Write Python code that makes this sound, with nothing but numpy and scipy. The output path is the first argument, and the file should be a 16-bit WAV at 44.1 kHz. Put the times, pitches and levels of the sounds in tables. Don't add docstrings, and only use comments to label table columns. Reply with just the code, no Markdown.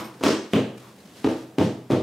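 import sys
import numpy as np
from scipy import signal
from scipy.fft import rfft, irfft, next_fast_len
from scipy.io import wavfile
from scipy.ndimage import uniform_filter1d, minimum_filter1d

SR = 44100
rng = np.random.default_rng(int(sys.argv[2]) if len(sys.argv) > 2 else 0)


def pcm_store(signal):
    levels = np.round(np.clip(np.atleast_2d(signal), -1, 1) * 32767)
    wavfile.write(sys.argv[1], SR, levels.astype(np.int16).T)


N = 89434
T = np.arange(N) / SR
ROOM_SAMPLES = 24576
BLOW_SAMPLES = 12288

# freq_hz, relative_db_per_hz
SLAP_SPECTRUM = [(100, -33), (450, 4.5), (900, 7), (1900, 0), (3000, 0), (5000, -9.5), (8000, -13),
                 (12000, -17), (16000, -8)]


def undb(db):
    return 10 ** (np.asarray(db) / 20)


def bins(size):
    return np.maximum(np.fft.rfftfreq(size, 1 / SR), 1)


def along(points, hz):
    p = np.array(points)
    return np.interp(np.log(hz), np.log(p[:, 0]), p[:, 1])


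def shape(x, points):
    samples = x.shape[-1]
    size = next_fast_len(samples)
    gain = undb(along(points, bins(size)))
    return irfft(rfft(x, size) * gain, size)[..., :samples]


def cut(x, hz, kind="low", order=2):
    sos = signal.butter(order, min(hz, .45 * SR), kind, fs=SR, output="sos")
    return signal.sosfilt(sos, x)


def even(x, size):
    power = np.mean(np.atleast_2d(x) ** 2, axis=0)
    return x / np.sqrt(uniform_filter1d(power, size) + 1e-18)


def burst(age_s, rise_s, decay_s):
    age_s = np.maximum(age_s, 0)
    return (1 - np.exp(-age_s / rise_s)) * np.exp(-age_s / decay_s)


def noise_burst(envelope, points, width_hz):
    size = len(envelope)
    z = rfft(rng.standard_normal(size) * envelope)
    power = uniform_filter1d(np.abs(z) ** 2, max(int(width_hz * size / SR), 1))
    colour = undb(along(points, bins(size)))
    level = np.sqrt(np.sum(envelope ** 2) / np.mean(colour ** 2))
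    return irfft(z / np.sqrt(power) * colour * level)


def diffuse(size):
    # freq_hz, side_gain_db
    side_gain = [(50, -42), (170, -26), (350, -20.5), (700, -10.5), (1400, -7.5), (3000, -7), (6000, -6.5),
                 (16000, -9)]
    mid, side = rng.standard_normal((2, size))
    return mid + np.array([[1], [-1]]) * shape(side, side_gain)


def wash(points):
    x = shape(diffuse(N), points)
    return x / x.std()


def room_tone():
    # freq_hz, relative_db_per_hz
    quiet_spectrum = [(25, -22), (60, -10), (110, -8), (210, 0), (330, -6.5), (600, -10.5), (1500, -22),
                      (4000, -29), (10000, -32.5), (16000, -37)]
    return undb(-50.5) * wash(quiet_spectrum)


def rustle(grain_db=2, grain_samples=300):
    # freq_hz, relative_db_per_hz
    cloth_spectrum = [(30, -28), (100, 3), (220, 13.5), (450, 4.5), (900, -6.5), (1800, -3), (4000, -5),
                      (8000, -11), (12000, -15.5), (16000, -23)]
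    # time_s, level_db
    rub_levels = [(0, -40.5), (.12, -54.5), (.2, -54), (.46, -89), (.525, -43.5), (.56, -59.5), (.73, -80),
                  (.78, -48), (.86, -57.5), (.96, -55.5), (1.1, -53), (1.23, -46.5), (1.4, -47.5),
                  (1.55, -63.5), (1.87, -88), (2.03, -56)]
    grain = uniform_filter1d(rng.standard_normal(N), grain_samples) * np.sqrt(grain_samples)
    level_db = np.interp(T, *np.array(rub_levels).T) + grain_db * grain
    return wash(cloth_spectrum) * undb(level_db)


def scuff():
    # freq_hz, relative_db_per_hz
    scuff_spectrum = [(200, -30), (600, -14), (1050, 0), (1600, -13.5), (4000, -18.5), (16000, -33)]
    centre_s, sigma_s, level_db = 0.866, 0.037, -50
    swell = np.exp(-.5 * ((T - centre_s) / sigma_s) ** 2)
    return undb(level_db) * wash(scuff_spectrum) * swell


def clinks(rough_rad=1.0, flutter_hz=120):
    # start_s, level_db
    clink_times = [(-0.004, -47.5), (0.043, -48)]
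    # freq_hz, relative_db, t60_s
    metal_modes = [(2180, 3.5, 0.19), (5300, -3, 0.27), (8900, -9, 0.39), (13000, 0, 0.2)]
    out = 0
    for start_s, level_db in clink_times:
        for hz, db, t60_s in metal_modes:
            waver = cut(rng.standard_normal(N), flutter_hz)
            tone = np.sin(2 * np.pi * hz * T + rough_rad * waver / waver.std())
            envelope = burst(T - start_s, .002, t60_s / np.log(1000))
            out = out + undb(level_db + db) * tone * envelope
    return out


def room():
    # freq_hz, t60_s
    tail_t60 = [(80, 0.42), (210, 0.3952), (560, 0.4669), (1500, .5), (4000, 0.54), (8000, 0.36),
                (16000, 0.3)]
    # freq_hz, relative_db, t60_s
    standing_modes = [(102.3, 9, 0.32), (125.2, -5.5, 0.92), (214, -1.5, 0.47), (277, -12, 0.32),
                      (324.6, -1.5, 0.54), (423.4, -4, 0.31), (635, 3, 0.39)]
    # delay_s, level_db
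    reflections = [(.0072, -9), (.0148, -9), (.0245, -7.5), (.029, 1.5)]
    tail_db, build_s, standing_db, echo_top_hz = 3, 0.0091, -49, 1620
    edges_hz = [1, 180, 360, 720, 2000, 9000, 22000]

    t, hz = T[:ROOM_SAMPLES], bins(ROOM_SAMPLES)
    build = 1 - np.exp(-t / build_s)

    def ring(t60_s):
        return np.exp(-t * np.log(1000) / t60_s)

    noise_spectrum = rfft(diffuse(ROOM_SAMPLES))
    tail = 0
    for lo, hi in zip(edges_hz, edges_hz[1:]):
        band = irfft(noise_spectrum * ((hz >= lo) & (hz < hi)))
        band = even(band, size=900) * np.sqrt(hi - lo)
        tail = tail + band * build * ring(along(tail_t60, (lo + hi) / 2))
    tail *= undb(tail_db) / np.sqrt(np.sum(tail ** 2) / 2)

    waves = 0
    for mode_hz, db, t60_s in standing_modes:
        phase_cycles = rng.random()
        waves = waves + undb(db) * np.sin(2 * np.pi * (mode_hz * t + phase_cycles)) * ring(t60_s)

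    echoes = np.zeros(ROOM_SAMPLES)
    for delay_s, db in reflections:
        echoes[int(delay_s * SR)] += undb(db)
    echoes = cut(echoes + 1e-18, echo_top_hz)

    direct = t == 0
    return direct + echoes + undb(standing_db) * build * waves + tail


def snaps():
    # start_s, relative_db
    snap_times = [(0.2299, -11), (0.237, 1.5), (0.243, -3), (0.5347, -2), (0.541, -16.5), (1.585, -4.5),
                  (1.911, -8.5), (1.920, -13)]
    level_db, low_hz, top_hz, decay_s = -9.5, 1390, 10200, 0.00061
    x = np.zeros(N)
    age_s = T[:2048] - T[256]
    envelope = burst(age_s, decay_s / 10, decay_s)
    for start_s, db in snap_times:
        start = int((start_s + age_s[0]) * SR)
        crack = noise_burst(envelope, SLAP_SPECTRUM, width_hz=490)
        x[start:start + len(age_s)] += undb(level_db + db) * crack
    x = cut(cut(x + 1e-18, low_hz, "high"), top_hz)
    return signal.fftconvolve(x[None], room(), axes=1)[:, :N]


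def blow(age_s, thump_db, thump_hz, puff_db, slap_db, slap_top_hz, hollow_hz, brush_db):
    # freq_hz, relative_db_per_hz
    puff_spectrum = [(25, -20), (55, -22), (100, -10.5), (170, -11.5), (300, 2), (480, 1.5), (750, -14.5),
                     (1300, -22.5), (3000, -70), (16000, -68)]
    # freq_hz, relative_db_per_hz
    brush_spectrum = [(100, -29), (450, -6.5), (900, -2.5), (1900, -1), (3500, 0.5), (5500, 0),
                      (8000, -8.5), (12000, -13.5), (16000, -42)]

    thump = -np.sin(2 * np.pi * thump_hz * age_s) * burst(age_s, rise_s := 0.00048, decay_s := 0.0029)
    thump = cut(thump, 104.6, "high")

    rise_s, decay_s = 0.00092, 0.014
    puff = noise_burst(burst(age_s, rise_s, decay_s), puff_spectrum, width_hz=43)
    puff = puff * np.clip(1 + age_s / rise_s, 0, 1)

    lead_s, decay_s = 0.0029, 0.028
    slide = np.exp(-np.maximum(-age_s / lead_s, age_s / decay_s))
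    brush = noise_burst(slide, brush_spectrum, width_hz=420)

    peak_db, sigma_octaves = 7, 0.31
    octaves = np.log2(bins(len(age_s)) / hollow_hz)
    hollow = undb(peak_db * np.exp(-.5 * (octaves / sigma_octaves) ** 2))
    rise_s, decay_s = 0.00026, 0.0037
    slap = noise_burst(burst(age_s, rise_s, decay_s), SLAP_SPECTRUM, width_hz=72)
    slap = cut(irfft(rfft(slap) * hollow), slap_top_hz)

    out = undb(-4 + thump_db) * thump
    out = out + undb(-13.5 + puff_db) * puff
    out = out + undb(-18 + slap_db) * slap
    return out + undb(-33 + brush_db) * brush


def pillow():
    # start_s, thump_db, thump_hz, puff_db, slap_db, slap_top_hz, hollow_hz, brush_db
    hand_blows = [(-0.085, -6, 293, -13.5, -0.5, 3460, 1046, -8),
                  (0.2099, -22, 326, -14.5, -13.5, 1600, 890, -16.5),
                  (0.2362, -5.5, 300, -6.5, -2, 7000, 950, 2), (0.262, -2.5, 337, -9, 1, 7440, 5700, 1.5),
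                  (0.5343, -0.5, 246, -2, -1.5, 4000, 3130, -15),
                  (1.2441, -3.5, 292, -5, -3.5, 4140, 695, -9),
                  (1.5832, -0.5, 297, -6, -4.5, 4300, 760, -14),
                  (1.617, -3.5, 228, -13, -15.5, 5760, 4300, -9.5),
                  (1.9028, -4, 260, -6, -6, 2136, 570, -12), (1.917, -4, 226, -7, -11.5, 5640, 3550, -17)]
    out = np.zeros((2, 2 * N))
    lead = BLOW_SAMPLES // 4
    age_s = T[:BLOW_SAMPLES] - lead / SR
    for start_s, *settings in hand_blows:
        wet = signal.fftconvolve(blow(age_s, *settings)[None], room(), axes=1)
        start = int(start_s * SR) - lead
        out[:, max(start, 0):start + wet.shape[1]] += wet[:, max(-start, 0):]
    return out[:, :N]


def scene():
    return room_tone() + rustle() + scuff() + clinks() + snaps() + pillow()


def record(dry):
    ceiling_db, hold_s, lookahead_samples, top_hz = -9, .01, 48, 15700
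    x = cut(dry, 88, "high")
    hold = int(hold_s * SR)
    peak = np.abs(cut(x, 1330)).max(axis=0)
    gain = np.minimum(1, undb(ceiling_db) / (peak + 1e-9))
    held = minimum_filter1d(gain, hold, origin=hold // 2 - lookahead_samples)
    x = x * uniform_filter1d(held, size=80)
    return signal.sosfilt(signal.ellip(10, .2, 80, top_hz, fs=SR, output="sos"), x)


dry = scene()
out = record(dry)
pcm_store(out)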